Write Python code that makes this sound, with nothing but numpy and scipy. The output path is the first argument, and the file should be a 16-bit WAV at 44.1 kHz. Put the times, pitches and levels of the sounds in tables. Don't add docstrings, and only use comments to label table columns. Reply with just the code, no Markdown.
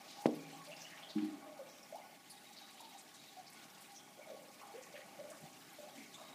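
import sys
import numpy as np
from scipy import signal
from scipy.fft import rfft, irfft, next_fast_len
from scipy.io import wavfile

SR = 44100
rng = np.random.default_rng(int(sys.argv[2]) if len(sys.argv) > 2 else 0)


def waveform_to_disk(signal):
    frames = np.transpose(np.atleast_2d(signal))
    scaled = np.clip(frames, -1, 1) * 32767
    samples = np.round(scaled).astype(np.int16)
    wavfile.write(sys.argv[1], SR, samples)


N = 279928
TIME = np.arange(N) / SR


def from_db(db):
    return 10 ** (np.asarray(db) / 20)


def rms_one(x):
    return x / np.sqrt(np.mean(x ** 2) + 1e-20)


def cut(x, hz, kind, order=2):
    sos = signal.butter(order, np.clip(hz, 10, .45 * SR), kind, fs=SR, output="sos")
    return signal.sosfilt(sos, x + 1e-18)


def band_around(x, hz, octaves):
    return rms_one(cut(x, hz * 2 ** (np.array([-.5, .5]) * octaves), "band"))


def resonate(x, hz, width_hz):
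    r = np.exp(-np.pi * width_hz / SR)
    feedback = [1, -2 * r * np.cos(2 * np.pi * hz / SR), r * r]
    return signal.lfilter(np.array([1, 0, -1]) * (1 - r * r) / 2, feedback, x)


def colour(x, spectrum):
    hz, db = np.transpose(spectrum)
    size = next_fast_len(N)
    bins = np.maximum(np.fft.rfftfreq(size, 1 / SR), 1)
    gain = from_db(np.interp(np.log(bins), np.log(hz), db))
    return rms_one(irfft(rfft(x, size) * gain, size)[:N])


def wander(t, rate):
    return np.interp(t * rate, np.arange(4096), rng.standard_normal(4096))


def stroke(t, length, edge):
    return np.sin(np.pi / 2 * np.clip(t / edge, 0, 1) * np.clip((length + edge / 2 - t) / edge, 0, 1))


def add(out, s, sound):
    at = max(round(s * SR), 0)
    out[at:at + len(sound)] += sound[:max(N - at, 0)]


def outdoor_air(level_db=-64.5):
    # (frequency [Hz], relative level [dB])
    spectrum = [(25, -16), (60, -20), (90, -16), (125, -4), (170, 0.5), (260, 2.5), (400, -1.5), (700, -28),
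                (1300, -17), (2300, -23.5), (5000, -16), (10000, -15.5), (15000, -21)]
    # (time [s], gain [dB])
    swell = [(0, -0.5), (1.5, -1), (2.1, -1.1), (3.9, -1), (4.6, 0.3), (5.8, 1.5), (6.35, 1)]
    gain = from_db(level_db + np.interp(TIME, *np.transpose(swell)))
    return gain * colour(rng.standard_normal(N), spectrum)


def yard(x, wall_hz=1100, scatter_delay_s=0.014):
    # (delay [s], gain [dB])
    echoes = [(0.0133, -11.5), (.025, -30)]
    t, response = TIME[:SR], np.zeros(SR)
    for db, t60, band_hz in [(-12.5, .24, [340, 1100]), (-19, 1.3, [140, 3000])]:
        scatter = rng.standard_normal(SR) * from_db(-60 * t / t60)
        response += from_db(db) * cut(rms_one(scatter) / np.sqrt(SR), band_hz, "band")
    out = np.zeros(N)
    add(out, scatter_delay_s, signal.fftconvolve(x, response)[:N])
    for delay, db in echoes:
        add(out, delay, from_db(db) * cut(x, wall_hz, "low"))
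    return x + out


def tussle(s):
    # (time [s], bucket drag level [dB], grass rustle level [dB])
    effort = [(0.0, -60, -61), (0.46, -62.5, -61.5), (1.02, -59, -61.5), (1.31, -61.5, -68),
              (1.45, -59, -68.5), (1.849, -64, -64), (2.2, -65, -65.5), (2.4, -66.5, -63),
              (2.72, -63.5, -63.5), (3.25, -65.5, -65), (3.66, -61.5, -62), (3.921, -64.5, -62),
              (4.15, -63.5, -68.5), (4.38, -62.5, -64.5), (4.91, -63, -64), (5.25, -60.5, -66),
              (5.57, -64, -63), (5.85, -64, -62), (6.21, -64.5, -63), (6.35, -57, -63.5)]
    at, drag_db, grass_db = np.transpose(effort)
    return np.interp(s, at, drag_db), np.interp(s, at, grass_db)


def grass(blades_per_s=380, ring_width_hz=90, crackle_db=-4, patchy_db=3.0, clump_db=1.64, pitches=40):
    # (frequency [Hz], gain [dB])
    spectrum = [(900, -14), (1700, 10), (2500, 9.5), (4200, 7), (6000, 4.5), (8000, 0), (11000, -6),
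                (15000, -1)]
    ticks = (rng.random(N) < blades_per_s / SR) * rng.choice([-1, 1], N)
    pitch_index = rng.integers(0, pitches, N)
    crackle = sum(resonate(ticks * (pitch_index == k) + 1e-18, hz, ring_width_hz * np.sqrt(hz / 4000))
                  for k, hz in enumerate(np.linspace(1400, 12000, pitches)))
    edges_hz = np.geomspace(800, 16000, num=16)
    swish = sum(cut(rng.standard_normal(N), band, "band") * from_db(patchy_db * wander(TIME, 45))
                for band in zip(edges_hz, edges_hz[1:]))
    clumps = from_db(clump_db * wander(TIME, 55))
    return colour(clumps * (rms_one(swish) + from_db(crackle_db) * rms_one(crackle)), spectrum)


def stalk_snaps(count=70, decay_s=0.019, low_hz=3500, high_hz=12000, over_rustle_db=-1):
    out, t = np.zeros(N), TIME[:SR // 12]
    for when, pitch in rng.random((count, 2)):
        s = when * N / SR
        _, grass_db = tussle(s)
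        hz = low_hz * (high_hz / low_hz) ** pitch
        crunch = band_around(rng.standard_normal(len(t)), hz, octaves=0.71)
        add(out, s, from_db(grass_db + over_rustle_db) * crunch * np.exp(-t / decay_s))
    return out


def scuffs(grain_db=2.0, attack_s=0.0073, trail_db=-14, trail_s=0.19, rustle_db=-11):
    # (time [s], fade time [s], level [dB], centre [Hz], width [octaves])
    contacts = [(0.074, 0.1, -58, 4060, 0.88), (0.198, 0.019, -57, 5940, 0.9),
                (0.39, 0.014, -53.5, 2380, 0.066), (0.442, 0.017, -56, 2380, 0.14),
                (0.52, 0.028, -66, 7900, 0.17), (0.661, 0.014, -55, 3900, 0.85),
                (0.713, 0.019, -49, 2800, 0.16), (0.758, 0.02, -56, 5100, 0.22),
                (0.8, 0.031, -53, 5570, 0.4), (0.841, 0.043, -57, 2890, 0.13),
                (0.916, 0.027, -54, 1900, 0.24), (0.964, 0.039, -58, 2000, 1.4),
                (1.022, 0.037, -53.5, 3270, 0.19), (1.086, 0.035, -53, 4060, 0.4),
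                (1.177, 0.013, -49, 1970, 1.04), (1.161, 0.11, -64, 3950, 0.48),
                (1.241, 0.017, -62, 9000, 1.3), (1.682, 0.071, -65, 5700, 0.24),
                (1.824, 0.014, -57.5, 5430, 0.18), (2.012, 0.014, -57, 2150, 0.12),
                (2.293, 0.026, -57.5, 4600, .2), (2.297, 0.02, -54, 9800, 0.36),
                (2.562, 0.025, -53, 4340, 0.41), (2.799, 0.014, -56, 6450, 2),
                (2.838, 0.017, -56, 3600, 0.61), (2.976, 0.025, -56.5, 7260, 0.65),
                (3.139, 0.017, -53, 5500, 1.3), (3.566, 0.26, -71, 1440, 0.18),
                (3.464, 0.018, -55, 4860, 0.35), (3.525, 0.012, -57, 8750, .7),
                (3.804, 0.022, -58.5, 9500, 0.46), (3.949, 0.032, -55.5, 5900, 0.22),
                (3.984, 0.017, -57, 3270, 0.12), (4.209, 0.028, -57, 2270, 0.12),
                (4.606, 0.065, -60, 1110, 0.31), (4.74, 0.18, -66, 2030, 0.52),
                (4.816, 0.026, -58.5, 6500, 0.53), (4.949, 0.028, -53, 2180, 0.92),
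                (5.002, 0.023, -57, 2050, 0.31), (5.298, 0.013, -52.5, 7900, 0.73),
                (5.309, 0.044, -59.5, 1330, 0.92), (5.421, 0.022, -54.5, 182, 0.9),
                (5.582, .2, -68.5, 1410, 0.59), (5.936, 0.12, -59.5, 262, 0.48),
                (5.948, 0.062, -61.5, 4930, 1.7), (5.973, 0.068, -58.5, 2190, 0.2),
                (6.161, 0.12, -63, 1090, 0.44), (6.134, 0.02, -54, 3620, 0.14),
                (6.136, 0.019, -55, 7000, 0.3)]
    out, t = np.zeros(N), TIME[:SR // 2]
    for s, fade_s, db, hz, octaves in contacts:
        grit = rng.standard_normal((2, len(t))) * from_db(-grain_db * wander(t, 320))
        swish = band_around(grit[0], hz, octaves)
        rustle = from_db(rustle_db) * band_around(grit[1], hz, octaves=1.2)
        attack = 1 - np.exp(-t / attack_s)
        fade = np.maximum(np.exp(-.5 * (t / fade_s) ** 2), from_db(trail_db) * np.exp(-t / trail_s))
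        add(out, s, from_db(db) * (swish + rustle) * attack * fade)
    return out


def bucket_drag():
    # (frequency [Hz], width [Hz], gain [dB])
    resonances = [(237, 110, -6), (639, 90, 0), (803, 60, 5), (1110, 29.6, 1.5), (1227, 45, -5.5),
                  (1466, 22, -2), (2223, 196, -7)]
    out = np.zeros(N)
    for hz, width_hz, db in resonances:
        grip = from_db(2 * wander(TIME, 14) + 2.5 * wander(TIME, 70))
        friction = cut(rng.standard_normal(N), hz / 2, "high")
        out += from_db(db) * grip * resonate(friction, hz, width_hz)
    return rms_one(out)


def rim_scrapes(ring_hz=3826, rasp_hz=(3400, 5000), slips_per_s=90, edge_s=0.028):
    # (time [s], length [s], ring level [dB], rasp level [dB])
    slides = [(2.304, 0.25, -71.5, -76), (2.55, 0.16, -64, -70), (2.75, 0.22, -70, -71),
              (2.957, 0.061, -69, -68), (3.14, 0.12, -69, -68), (3.257, 0.12, -72, -68),
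              (6.142, .22, -69, -70)]
    chatter = from_db(4 * wander(TIME, slips_per_s))
    ring = rms_one(chatter * resonate(rng.standard_normal(N), ring_hz, width_hz=40))
    grit = from_db(3 * wander(TIME, slips_per_s))
    rasp = rms_one(grit * cut(rng.standard_normal(N), rasp_hz, "band"))
    return sum(stroke(TIME - s, length, edge_s) * (from_db(ring_db) * ring + from_db(rasp_db) * rasp)
               for s, length, ring_db, rasp_db in slides)


def rim_squeaks(waver=0.022, slips_per_s=230, trail_db=-9.5, trail_t60=0.86, trail_spread=1.048):
    # (time [s], length [s], level [dB], start pitch [Hz], end pitch [Hz], roughness [0-1])
    rubs = [(0.16, 0.11, -54.5, 828, 816, 0.38), (0.436, 0.056, -63, 788, 818, 0),
            (0.524, 0.032, -60, 800, 792, 0.3), (0.586, 0.048, -60.5, 1110, 1092, 0.02),
            (0.671, 0.051, -55, 576, 628, 0.05), (1.454, 0.087, -57, 610, 620, 0.3),
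            (1.59, 0.027, -48, 579, 533, 0), (1.923, 0.034, -49, 592, 725, 0.42),
            (1.954, 0.015, -49, 800, 836, 0), (2.333, 0.025, -60.5, 820, 810, 0.12),
            (2.612, .02, -59.5, 810, 790, 0.28), (2.803, 0.008, -54, 930, 870, 0.5),
            (2.819, 0.041, -61, 924, 890, 0.2), (2.926, 0.039, -58.5, 782, 785, 0.4),
            (3.363, 0.04, -54.5, 732, 742, 0.3), (3.878, 0.071, -63, 803, 806, 0.4),
            (4.172, 0.028, -57, 614, 614, 0.4), (4.271, 0.02, -53, 638, 613, 0.1),
            (4.3, 0.017, -56, 610, 580, 0.3), (4.311, 0.01, -47.5, 590, 523, 0),
            (4.334, 0.012, -52, 550, 510, 0.2), (4.363, 0.023, -62, 800, 820, 0.1),
            (4.61, 0.14, -62.5, 820, 792, 0.3), (4.738, 0.055, -52, 431, 530, 0.22),
            (4.934, 0.061, -55.5, 560, 597, 0.54), (5.188, 0.023, -48.5, 579, 566, 0),
            (5.236, 0.021, -53, 590, 577, 0), (5.283, 0.042, -54.5, 600, 670, 0.6),
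            (5.431, 0.032, -59, 725, 770, 0.4), (5.785, 0.023, -53, 580, 600, 0.08),
            (5.827, 0.021, -55.5, 563, 605, 0.1), (5.87, 0.023, -57, 698, 777, 0.4),
            (6.172, 0.079, -62, 645, 642, 0.7)]
    out, t = np.zeros(N), TIME[:SR]
    for s, length, db, start_hz, end_hz, rough in rubs:
        hz = np.interp(t, [0, length], [start_hz, end_hz]) * (1 + waver * wander(t, 192))
        jitter = wander(t, slips_per_s) + 1j * wander(t, slips_per_s)
        slips = np.sqrt(1 - rough) + np.sqrt(rough) * jitter
        tone = np.real(slips * np.exp(2j * np.pi * np.cumsum(hz) / SR))
        squeak = rms_one(tone * stroke(t, length, edge=0.21 * length)) * np.sqrt(length)
        band_hz = [min(start_hz, end_hz) / trail_spread, max(start_hz, end_hz) * trail_spread]
        reverberation = rms_one(cut(rng.standard_normal(len(t)), band_hz, "band"))
        trail = from_db(trail_db) * np.clip(t / length, 0, 1) * from_db(-60 * t / trail_t60)
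        add(out, s, from_db(db) * (squeak + trail * reverberation))
    return out


def rim_rattle(low_hz=900, decay_s=.0022):
    # (time [s], level [dB], upper band edge [Hz])
    clicks = [(0.2576, -36, 1700), (0.2626, -39, 4500), (0.2662, -45, 5500)]
    out, t = np.zeros(N), TIME[:SR // 20]
    for s, db, top_hz in clicks:
        noise = cut(cut(rng.standard_normal(len(t)), low_hz, "high"), top_hz, "low")
        add(out, s, from_db(db) * rms_one(noise) * np.exp(-t / decay_s))
    return out


def bucket_blows(push_low_hz=215, push_high_hz=650, crack_db=-24, crack_hz=2000):
    # (time [s], gain [dB], contact time [s], place [0 wall - 1 base], pitch [ratio])
    blows = [(0.2573, -10.5, 0.00043, 0.22, 0.99), (0.2814, -27, 0.0022, 0.41, 0.83),
             (1.1521, -22, 0.0063, 1, 1.007), (1.217, -22, 0.0074, 0.84, 1),
             (1.3126, -34.5, 0.0032, 0.8, .943), (1.358, -40.3, 0.0058, 0.57, 1.2)]
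    # (frequency [Hz], t60 [s], gain struck on the wall [dB], on the base [dB])
    modes = [(107, 0.63, -68, -31), (156.5, 1.8, -44, -53), (165.6, 3, -44, -57), (210.2, 0.17, -50, -6),
             (240.2, 0.3, -23, -24.5), (269.4, 0.67, -35, -25), (283.6, 1.4, -39, -34.5),
             (308.6, 0.33, -27.5, -8), (365.6, 0.27, -42, -23.5), (411, 0.94, -32.5, -56),
             (440, 0.33, -24, -73), (475, 0.49, -24, -63), (584, 0.17, -21, -71), (610, 0.41, -44, -70),
             (732, 0.48, -44, -48), (807, 0.63, -52, -38), (1110, 0.26, -45, -57)]
    out, t = np.zeros(N), TIME[:SR]
    hz, t60, wall_db, base_db = np.transpose(modes)
    click = cut(signal.unit_impulse(len(t)), push_low_hz, "high", order=3)
    push = cut(click, push_high_hz, "low", order=3) + from_db(crack_db) * cut(click, crack_hz, "low")
    push = -push / np.abs(push).max()
    for s, db, contact_s, place, pitch in blows:
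        partials = np.sin(2 * np.pi * pitch * hz[:, None] * t) * from_db(-60 * t / t60[:, None])
        weights = from_db(wall_db + place * (base_db - wall_db))
        build_up = 1 - np.exp(-(t / contact_s) ** 2)
        shove = from_db(1 - 24 * place) * cut(push, 1 / contact_s, "low")
        add(out, s, from_db(db) * ((weights @ partials) * build_up + shove))
    return cut(out, 137, "high", order=3)


def scene():
    drag_db, grass_db = tussle(TIME)
    contacts = yard(bucket_blows() + rim_rattle() + rim_squeaks() + scuffs() + stalk_snaps())
    drag = from_db(drag_db) * bucket_drag()
    rustle = from_db(grass_db) * grass()
    return (outdoor_air() + rustle + drag + rim_scrapes() + contacts)[None]


def record(dry, low_hz=64, top_hz=15350):
    thin = cut(dry, low_hz, "high")
    return signal.sosfilt(signal.ellip(12, .1, 70, top_hz, fs=SR, output="sos"), thin)


dry = scene()
out = record(dry)
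waveform_to_disk(out)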